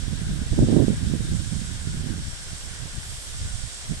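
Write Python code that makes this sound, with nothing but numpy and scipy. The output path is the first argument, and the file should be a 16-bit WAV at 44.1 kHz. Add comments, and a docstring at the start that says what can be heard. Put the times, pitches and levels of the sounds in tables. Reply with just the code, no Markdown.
"""A light breeze rumbles over a soft, steady hiss of distant air and foliage in a quiet spot outdoors.
The wind plays on two microphone ports separately; one gust buffets mainly the right port just before
the first second, and single eddies thump it now and then. The harder the air pushes, the smaller its
eddies and the higher the rumble reaches. Each port colours the hiss differently, and faint narrow
bands sing in it."""
import sys
import numpy as np
from scipy import signal
from scipy.fft import rfft, irfft
from scipy.io import wavfile
from scipy.ndimage import uniform_filter1d

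SR = 44100
rng = np.random.default_rng(int(sys.argv[2]) if len(sys.argv) > 2 else 0)


def persist_wave(psi):
    """Save psi, clipped to +-1, as 16-bit WAV."""
    counts = np.round(np.clip(psi, -1, 1) * 32767).astype(np.int16)
    wavfile.write(sys.argv[1], SR, np.atleast_2d(counts).T)


N = 176400
T = np.arange(N) / SR
HZ = np.maximum(np.arange(N // 2 + 1) * SR / N, 1)


def from_db(db):
    """Decibels to gain."""
    return 10 ** (np.asarray(db) / 20)


def unit_rms(x):
    """Scale to an rms of 1."""
    return x / np.sqrt(np.mean(x ** 2) + 1e-20)


def automation(rows):
    """Straight ramps between (time_s, value) points."""
    return np.interp(T, *np.transpose(rows))


def eq_curve(hz, values):
    """Straight ramps between values on a log-frequency axis."""
    return np.interp(np.log(HZ), np.log(hz), values)


def shaped_noise(response):
    """Noise through a frequency response, at an rms of 1."""
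    return unit_rms(irfft(rfft(rng.standard_normal(N)) * response, N))


def drift(rate_hz):
    """Smooth random movement, mostly slower than rate_hz, with a spread of 1."""
    return shaped_noise(1 / (1 + (HZ / rate_hz) ** 4))


# The rumble's range climbs with the wind: level_db, low_edge_hz, top_edge_hz
RUMBLE_EDGES = [(-44.5, 15, 72), (-34.5, 8.6, 119.5), (-24.5, 16, 185), (-15, 49, 272), (-12.5, 210, 293)]


def port_rumble(wind_db, veer_octaves, thumps=0):
    """Eddies on one port: half-octave bands between two edges that climb with the fluttering wind."""
    flutter_db = 2.84 * np.minimum(drift(rate_hz=26.7), 1.5)   # turbulence shakes the level
    push_db = wind_db + 0.39 * flutter_db   # part of the flutter also moves the edges
    at_db, *edges_hz = np.transpose(RUMBLE_EDGES)
    low_hz, top_hz = [np.interp(push_db, at_db, edge) * 2 ** veer_octaves for edge in edges_hz]
    white, eddies = rfft(rng.standard_normal(N)), 0
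    for hz in 16 * 2 ** (np.arange(15) / 2):
        band = irfft(white * np.maximum(1 - 2 * np.abs(np.log2(HZ / hz)), 0), N)
        low_cut = hz / np.hypot(hz, low_hz)
        high_cut = 1 / np.hypot(1, (hz / top_hz) ** 3.88)
        eddies = eddies + band * low_cut * high_cut
    eddies = eddies / np.sqrt(uniform_filter1d(eddies ** 2, size=1400) + 1e-20)   # even out the level
    eddies = eddies + 0.16 * (eddies ** 2 - 1)   # pressure peaks are sharper than the troughs
    trim_db, ceiling = -0.5, 2.2
    pressure = from_db(wind_db + flutter_db + trim_db) * eddies + thumps
    return pressure / np.hypot(1, pressure / ceiling)   # the port saturates softly


# Single eddies that thump the right port: centre_s, peak_db, width_s
THUMPS = [(0.521, -10, 0.0036), (0.591, -12, 0.00073), (0.605, -8.5, 0.0022), (0.77, -7, 0.0012),
          (0.801, -4, 0.0013), (0.824, -7.5, 0.0013), (0.883, -4.5, 0.0013), (1.072, -13, 0.0024),
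          (1.138, -11.5, .0013), (1.207, -16, 0.0016), (1.874, -15, 0.0022), (2.105, -15.5, 0.0021),
          (3.544, -21, .006), (3.64, -21, 0.0043)]


def eddy_thumps():
    """Each passing eddy sucks at the port and pushes on it; the narrower it is, the sharper the thump."""
    out = np.zeros(N)
    for centre_s, peak_db, width_s in THUMPS:
        distance = (T - centre_s) / width_s
        swing = distance / (1 + distance ** 2) ** 2
        out += from_db(peak_db) * swing / swing.max()
    return out


# Level rides of the wind on each port: time_s, level_db
GUSTS_LEFT = [(0, -38), (0.2, -37.5), (0.3, -25), (0.37, -36), (0.5, -28), (0.56, -29), (0.61, -15.5),
              (0.65, -18.5), (0.7, -28.5), (0.76, -26.5), (0.84, -38.5), (0.94, -24.5), (1.1, -34),
              (1.22, -34), (1.32, -27), (1.4, -40), (1.72, -38), (1.8, -37), (1.87, -35.5), (1.98, -30),
              (2.07, -39.5), (2.31, -29.5), (2.4, -38.5), (2.5, -38), (2.6, -41.5), (2.8, -45.5),
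              (2.9, -41), (2.97, -26), (3.05, -35.5), (3.27, -42.5), (3.46, -31.5), (3.55, -40.5),
              (3.76, -45), (3.86, -34.5), (4, -38)]
GUSTS_RIGHT = [(0, -25), (0.08, -27.5), (0.14, -22), (0.25, -27.5), (0.31, -23), (0.43, -23),
               (0.495, -34.5), (0.53, -18), (0.555, -33.5), (0.572, -24), (0.586, -15.5), (0.63, -11),
               (0.66, -21), (0.68, -17), (0.735, -14), (0.765, -13.5), (0.843, -12), (0.858, -23),
               (0.885, -17), (0.937, -15), (0.952, -32), (0.99, -28.5), (1.035, -19), (1.1, -23),
               (1.22, -23.5), (1.27, -23.5), (1.41, -21.5), (1.47, -29), (1.53, -23), (1.63, -27.5),
               (1.73, -24), (1.83, -30.5), (1.97, -27), (2.12, -26), (2.22, -30.5), (2.29, -42),
               (2.47, -38), (2.53, -33.5), (2.59, -42.5), (2.66, -32), (2.77, -37), (2.84, -31),
               (3.01, -49), (3.1, -32.5), (3.2, -44), (3.42, -27.5), (3.54, -30), (3.66, -31.5),
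               (3.77, -42), (3.86, -41), (3.9, -24.5), (3.935, -24.5), (4, -38.5)]
# The wind veers on the right port and bends the rumble up or down: time_s, shift_octaves
RUMBLE_BEND = [(0, -0.21), (.585, 0.16), (.62, -0.25), (.66, -0.14), (.69, 0.33), (.77, 0.033),
               (.84, -0.12), (.93, -0.064), (1.1, -0.04), (1.22, 0.15), (1.3, -0.23), (1.72, -0.2),
               (1.95, -0.058), (2.13, 0.29), (2.35, -0.047), (3.1, -0.16), (3.4, -0.52), (3.65, -0.62),
               (3.92, -0.12)]


def breeze():
    """Moving air rumbles on the sheltered left port and veers and thumps on the right."""
    left = port_rumble(automation(GUSTS_LEFT), veer_octaves=-0.2)
    right = port_rumble(automation(GUSTS_RIGHT), automation(RUMBLE_BEND), eddy_thumps())
    return np.array([left, right])


# Tone of the hiss at each port: frequency_hz, left_db_per_hz, right_db_per_hz
HISS_EQ = [(400, -84, -84), (700, -84, -83), (860, -84.5, -88), (1360, -82, -84.5), (1600, -79.5, -86),
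           (1710, -78.5, -81.5), (2610, -81.5, -83.5), (3320, -77, -78), (4230, -80.5, -79.5),
           (5560, -77.5, -78), (6100, -81, -79), (7660, -84, -74), (8380, -83, -70.5), (9460, -86, -82),
           (10400, -82.5, -91), (11530, -88, -101.5), (12800, -104.5, -103.7), (13200, -106.7, -108.3)]
# Stereo image of the hiss, narrow in the bass and wide on top: frequency_hz, correlation
HISS_IMAGE = [(100, 0.93), (650, 1), (1000, 1), (1500, 0.31), (2300, 0.32), (3400, 0.09), (5200, 0.18),
              (7000, .05)]
# Slow swells in three registers of the hiss: time_s, gain_db
MIDDLE_SWELL = [(0, 1.5), (.45, 0.5), (.65, 3), (1.0, 2.5), (1.25, 0.5), (2.2, 0.5), (2.85, 2), (3.15, 1),
                (4, 1)]
TREBLE_SWELL = [(0, -2), (.4, -3), (.62, -0.6), (1.25, -2), (1.52, 1.3), (1.9, -1.3), (2.15, -2), (2.62, 0),
                (2.95, -1.5), (3.2, 0.5), (3.58, 2), (4, -1)]
TOP_SWELL = [(0, -2.3), (.8, -.5), (2.35, -1.8), (2.6, 0.5), (2.92, -2), (3.1, 2.5), (3.25, 3.5),
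             (3.4, -1.5), (4, -0.5)]


def distant_hiss():
    """Far air and foliage make a diffuse, shimmering bed; its middle, treble and top swell separately."""
    correlation = eq_curve(*np.transpose(HISS_IMAGE))
    mid, side = rfft(rng.standard_normal((2, N)))
    bed = np.sqrt((1 + correlation) / 2) * mid + np.sqrt((1 - correlation) / 2) * side * [[1], [-1]]
    hz, left_db, right_db = np.transpose(HISS_EQ)
    bed *= from_db([eq_curve(hz, left_db), eq_curve(hz, right_db)]) * np.sqrt(SR / 2)
    left_lag_s = 0.00016
    bed *= np.exp(-2j * np.pi * np.outer([left_lag_s, 0], HZ))
    centres_hz = 1590, 4100, 8300, 10400   # middle, presence, treble, top
    treble_db = automation(TREBLE_SWELL)
    presence_db = 0.26 * treble_db   # faintly follows the treble
    swells_db = automation(MIDDLE_SWELL), presence_db, treble_db, automation(TOP_SWELL)
    out = np.zeros((2, N))
    for swell_db, solo in zip(swells_db, np.eye(4)):
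        register = irfft(bed * eq_curve(centres_hz, solo), N)
        shimmer_db = 0.72 * drift(rate_hz=17)
        out += from_db(swell_db + shimmer_db) * register
    return out


# Faint bands that sing in the hiss: start_s, end_s, pitch_hz, width_hz, left_db, right_db
SINGING_BANDS = [(0, 1.9, 3720, 450, -53.5, -70), (1.2, 1.58, 6900, 300, -53, -55),
                 (2.1, 2.7, 5570, 290, -54, -51), (2.5, 3.8, 4860, 200, -58, -70),
                 (0, 3.14, 1620, 130, -56, -58.5), (0, 4.08, 1466, 110, -55.5, -61)]


def singing_bands(fade_s=0.36, waver_db=2.5):
    """Narrow bands of noise, perhaps far insects, fade in, waver and fade out."""
    out = np.zeros((2, N))
    for start_s, end_s, pitch_hz, width_hz, *levels_db in SINGING_BANDS:
        fade = np.clip(np.minimum(T - start_s, end_s - T) / fade_s + 0.5, 0, 1)
        waver = from_db(waver_db * drift(rate_hz=13))
        resonance = 1 / (1 + ((HZ - pitch_hz) / width_hz * 2) ** 2)
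        out += fade * waver * np.array([from_db(db) * shaped_noise(resonance) for db in levels_db])
    return out


def scene():
    """Wind up close on both ports, over the hiss and its faint singing."""
    return breeze() + distant_hiss() + singing_bands()


def record(dry):
    """A steep high cut takes off the very top."""
    cutoff_hz = 14000
    return signal.sosfilt(signal.ellip(10, 0.1, 80, cutoff_hz, fs=SR, output="sos"), dry)


dry = scene()
out = record(dry)
persist_wave(out)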